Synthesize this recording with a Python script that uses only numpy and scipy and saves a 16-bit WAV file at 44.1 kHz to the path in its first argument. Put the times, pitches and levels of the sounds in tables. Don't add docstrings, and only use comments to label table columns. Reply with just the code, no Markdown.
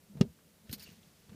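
import sys
import numpy as np
from scipy import signal
from scipy.fft import rfft, irfft
from scipy.io import wavfile
from scipy.ndimage import uniform_filter1d

SR = 44100
rng = np.random.default_rng(int(sys.argv[2]) if len(sys.argv) > 2 else 0)


def elevation(decibels):
    levels = np.asarray(decibels, float)
    return 10 ** (levels / 20)


def int16_out(signal):
    q = np.round(np.clip(np.atleast_2d(signal).T, -1, 1) * 32767)
    wavfile.write(sys.argv[1], SR, q.astype(np.int16))


N = 59535
T = np.arange(N) / SR

# frequency in Hz, density in dB per Hz.
ROOM_TONE = [(15, -68), (25, -37), (55, -10), (204, -4), (410, -13), (495, -11.5), (826, -19), (945, -19.5),
             (15500, -24)]
# time in seconds, level in dB.
HAND_LEVELS = [(0, -68), (.09, -69), (.15, -57), (.24, -49), (.3, -64.5), (.36, -71), (.62, -67.5),
               (.68, -61), (.76, -58), (.8, -59), (.9, -59), (.95, -63.5), (1.06, -66), (1.12, -65.5),
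               (1.27, -69.5), (1.31, -58.5), (1.35, -60.5)]
# frequency in Hz, level in dB, decay t60 in seconds.
TABLE_MODES = [(88, -14, 0.13), (170.8, -1, 0.072), (208, -3.5, 0.18), (307.6, -10.5, 0.06),
               (404.6, -6.5, 0.053), (476, -14, 0.1), (552, -13, 0.047), (626, -17, .056),
               (854, -16.5, 0.044), (1250, -28, 0.028)]
# start in seconds, peak in dB, swing in Hz (negative: first swing down),
# number of half swings, ring-on in dB.
PUSHES = [(0.098, -53, 202, 32, -32), (0.154, -40.5, 191, 3.3, -3), (.168, -40.5, 154.5, 7.7, -17),
          (0.2059, -26.5, -100, 0.95, -42), (0.2108, -11, 189, 3.58, -22.5), (0.234, -38, 150, 5, -12),
          (0.251, -41.5, 221.5, 13.3, 1.5), (0.271, -49.5, 75, 6.3, -29), (0.298, -54, 166, 11.3, -16),
          (0.6961, -37, 99, 2.9, -10.5), (0.716, -41, -220, 1.05, -23), (0.7265, -39, -235, 6.8, 2),
          (0.852, -53, 193, 6.2, -12), (0.8894, -49, 196, 3.7, -24), (0.9135, -53.5, 164, 3.7, -13),
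          (1.068, -58, 167, 6.8, -22), (1.2944, -46.5, 92, 2.04, -9.5), (1.3207, -48, 197, 6.4, -9),
          (1.3455, -42.5, -210, 1.8, -13)]
TICK_TIMES = [.1705, .2104, .2106, .2104, .2104, .388, .672, .6938, .7275, 1.0291, 1.2937, .2146, .2182,
              1.2975, 1.33, .227]
# peak in dB, centre in Hz, width in Hz, t60 in seconds.
TICKS = [(-57.5, 1300, 2700, 0.1), (-36, 3130, 2400, 0.021), (-30.5, 4460, 2850, 0.018),
         (-41.5, 1950, 730, 0.056), (-45, 7500, 9300, 0.022), (-59.5, 1360, 810, 0.043),
         (-64, 2500, 3100, 0.054), (-49, 2500, 2900, 0.1), (-39.5, 3160, 5000, 0.091),
         (-56, 3100, 1100, 0.034), (-54.5, 1260, 2700, 0.03), (-36, 3350, 3300, 0.024),
         (-43, 3900, 2200, 0.013), (-60, 1600, 2400, 0.057), (-61.5, 1700, 1700, .1),
         (-53, 3100, 2600, 0.035)]
# frequency in Hz, level in dB, t60 in seconds.
KNOCK_TONES = [(393.7, -24.5, 0.082), (478, -38.5, 0.11), (572, -43, 0.059), (625, -47, 0.078),
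               (804, -45.5, 0.06), (940, -45, 0.052), (1254, -33, 0.029), (2840, -32.5, 0.028),
               (3333, -38.5, 0.027), (4090, -34, 0.022), (3770, -47.5, 0.054), (4995, -43.5, 0.017),
               (5370, -35.5, 0.033), (6140, -45, .022)]
# time in seconds, level in dB.
DRAG_LEVELS = [
    (.66, -96),
    (.68, -67),
    (.76, -90),
    (.785, -60.5),
    (.8, -61.5),
    (.85, -58.5),
    (.88, -62.5),
    (.9, -63.5),
    (.96, -69),
    (1.0, -72.5),
]
# frequency in Hz, level in dB, t60 in seconds.
WIRE_MODES = [(2676, -4, .035), (4100, -6, .035), (4899, -1, .032), (5150, -3, .03), (5529, -4, .06),
              (5819, -5, .045), (6780, -4, .06), (8750, -4, .04), (9561, -3, .045), (10030, -5, .05),
              (12520, -4, .06), (13480, -6, .06), (14310, -4, .06), (15130, -10, .05)]
CLINK_TIMES = [.6938, .7123, .7123, .7123, .7275, .7285, .738, .748, .7806, .7958, .7958, .797, .8012,
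               .8085, .8233, .8233, .835, .843, .86, .876, .891, .903, .919, .7275, .733, .735, .751, .7958,
               .81, .8235, .6938, .7285, .919, .877, .8235]
# peak in dB, favoured frequency in Hz, spread in octaves,
# chatter in seconds.
CLINKS = [(-48, 2700, 0.94, .003), (-40, 4980, .2, 0.0049), (-53, 9000, 0.071, .005),
          (-44, 14300, .12, .004), (-30.5, 13300, 0.092, 0.0053), (-34.5, 4600, 0.3, 0.013),
          (-45.5, 4200, .3, 0.0035), (-48, 8300, 0.43, .005), (-51, 14400, .12, .004),
          (-41, 4800, 0.091, .0005), (-47.5, 9600, .06, 0.00082), (-44, 15000, 0.45, 0.023),
          (-42, 4700, 0.15, 0.0011), (-47.5, 2676, 0.054, 0.00089), (-44, 5000, .08, 0.00056),
          (-47.5, 14200, .03, .012), (-49, 4600, .07, 0.0047), (-57, 4850, .1, .001),
          (-52, 2630, 0.13, 0.0046), (-50, 2700, 0.12, .01), (-51, 2900, .35, 0.0038),
          (-55, 5900, .1, 0.0025), (-54, 2400, 0.39, .002), (-32.5, 9600, 0.1, 0.0063),
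          (-42, 4800, .2, 0.0036), (-47, 14000, 0.43, 0.0045), (-45, 13500, .2, 0.00091),
          (-53, 14300, .1, .004), (-52, 5600, 0.22, .003), (-43.5, 10800, .35, .014),
          (-48.5, 13000, .4, 0.0044), (-44.5, 6600, 0.05, 0.0046), (-56, 14310, .04, .002),
          (-53, 12000, 0.44, .008), (-56.5, 6780, .05, .006)]


def unit(x):
    return x / np.sqrt(np.mean(x ** 2))


def ring(x, hz, t60):
    r = np.exp(-np.log(1000) / (t60 * SR))
    w = 2 * np.pi * hz / SR
    return signal.lfilter([0, r * np.sin(w)], [1, -2 * r * np.cos(w), r * r], x)


def band(x, hz, width_hz):
    low = np.hypot(hz, width_hz / 2) - width_hz / 2
    high = min(low + width_hz, SR / 2.2)
    return signal.lfilter(*signal.butter(2, [low, high], "band", fs=SR), x)


def fade(start, t60, rise=.0001):
    return np.clip((T - start) / rise, 0, 1) * np.exp(-np.log(1000) * np.abs(T - start) / t60)


def walk(rate):
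    k = int(SR / rate)
    return unit(uniform_filter1d(uniform_filter1d(rng.standard_normal(N), k), k))


def levels(rows):
    return np.interp(T, *np.array(rows).T)


def table(force):
    return sum(elevation(db) * ring(force, hz, t60) for hz, db, t60 in TABLE_MODES)


def room():
    level_db = -68.5
    f = np.maximum(np.arange(N // 2 + 1) * SR / N, 1)
    hz, db = np.array(ROOM_TONE).T
    gain = elevation(np.interp(np.log(f), np.log(hz), db))
    x = irfft(rfft(rng.standard_normal(N)) * gain, N)
    return x * elevation(level_db) / np.std(band(x, 3240, 14950))


def hands():
    flicker_db = 2
    rumble = unit(table(rng.standard_normal(N)))
    return rumble * elevation(levels(HAND_LEVELS) - 1 + flicker_db * walk(54))


def pushes():
    rise_s, press_s = .0012, 0.00088
    out = np.zeros(N)
    for at, db, hz, halves, ring_db in PUSHES:
        t = T - at
        progress = np.clip(t * 2 * abs(hz) / halves, 0, 1)
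        swing = np.sin(2 * np.pi * hz * t) * (1 - progress ** 4) * np.clip(t / rise_s, 0, 1) ** .5
        after = table(np.sin(np.pi * np.clip(t / press_s, 0, 1)))
        out += elevation(db) * (swing + elevation(ring_db) * after / np.abs(after).max())
    return signal.filtfilt(*signal.butter(2, 55.5, "high", fs=SR), out)


def ticks():
    rise_s, snap_db = 0.00043, -4
    tail_db, tail_t60_s = -23.5, 0.11
    out = np.zeros(N)
    for at, (db, hz, width_hz, t60) in zip(TICK_TIMES, TICKS):
        shape = fade(at, t60, rise_s)
        shape += elevation(snap_db) * fade(at, 0.013, rise_s)
        shape += elevation(tail_db) * fade(at, tail_t60_s, 0.004)
        burst = band(rng.standard_normal(N) * shape, hz, width_hz)
        out += elevation(db - 5.5) * np.sqrt(SR / 2 / width_hz) * burst
    return out


def knock():
    start_s = .2113
    blow = np.hanning(6)
    force = np.r_[np.zeros(int(start_s * SR)), blow / blow.sum(), np.zeros(N)][:N]
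    return sum(elevation(db) * ring(force, hz, t60) for hz, db, t60 in KNOCK_TONES)


def drag():
    grain_db = 4
    grains = np.minimum(rng.exponential(size=N), np.log(100))
    grit = rng.standard_normal(N) * elevation(grain_db * grains)
    return unit(band(grit, 3050, 5000)) * elevation(levels(DRAG_LEVELS) + 0.75 * walk(80))


def clinks():
    rebounds_per_s, scatter_db = 2100, 2.5
    shimmer_db, shimmer_t60_s = -6, .03
    rise_s, grip_s = 0.00027, 0.031
    echo_db, echo_t60_s = -2.5, 0.038
    span = int(.2 * SR)
    t = T[:span]
    lesser = [(f, shimmer_db, shimmer_t60_s) for f in 15400 * rng.uniform(0.31, 1, size=60) ** 2]
    modes = [*WIRE_MODES, *lesser]
    out = np.zeros(N)
    for at, (db, hz, octaves, chatter) in zip(CLINK_TIMES, CLINKS):
        chance, strength = rng.standard_normal((2, span))
        hits = chance > np.quantile(chance, 1 - rebounds_per_s / SR)
        rebounds = hits * strength * fade(0, 5 * chatter)[:span] * 1.57
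        rebounds[0] = 1
        sound = np.zeros(span)
        for k, (f, mode_db, t60) in enumerate(modes):
            away_db = 4.7 * (np.log2(f / hz) / octaves) ** 2
            gain = elevation(mode_db + scatter_db * strength[k] - away_db)
            sound += gain * ring(rebounds, f * (1 + 0.00067 * chance[k]), t60)
        envelope = np.minimum(t / rise_s, 1) / (1 + (t / grip_s) ** 4)
        out[int(at * SR):][:span] += elevation(db) * sound / np.abs(sound).max() * envelope
    echo = (rng.standard_normal(N) * fade(0.0056, echo_t60_s))[:span]
    echo /= np.sqrt(np.sum(echo ** 2))
    return out + elevation(echo_db) * signal.fftconvolve(out, echo)[:N]


def scene():
    return (room() + hands() + pushes() + ticks() + knock() + drag() + clinks())[None]


def low_pass(x):
    return signal.sosfilt(signal.butter(12, 15950, fs=SR, output="sos"), x)


def record(dry):
    x = signal.sosfilt(signal.butter(2, 45, "high", fs=SR, output="sos"), dry)
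    x = signal.sosfilt(signal.ellip(6, .2, 20, 15230, fs=SR, output="sos"), x)
    return low_pass(x)


dry = scene()
out = record(dry)
int16_out(out)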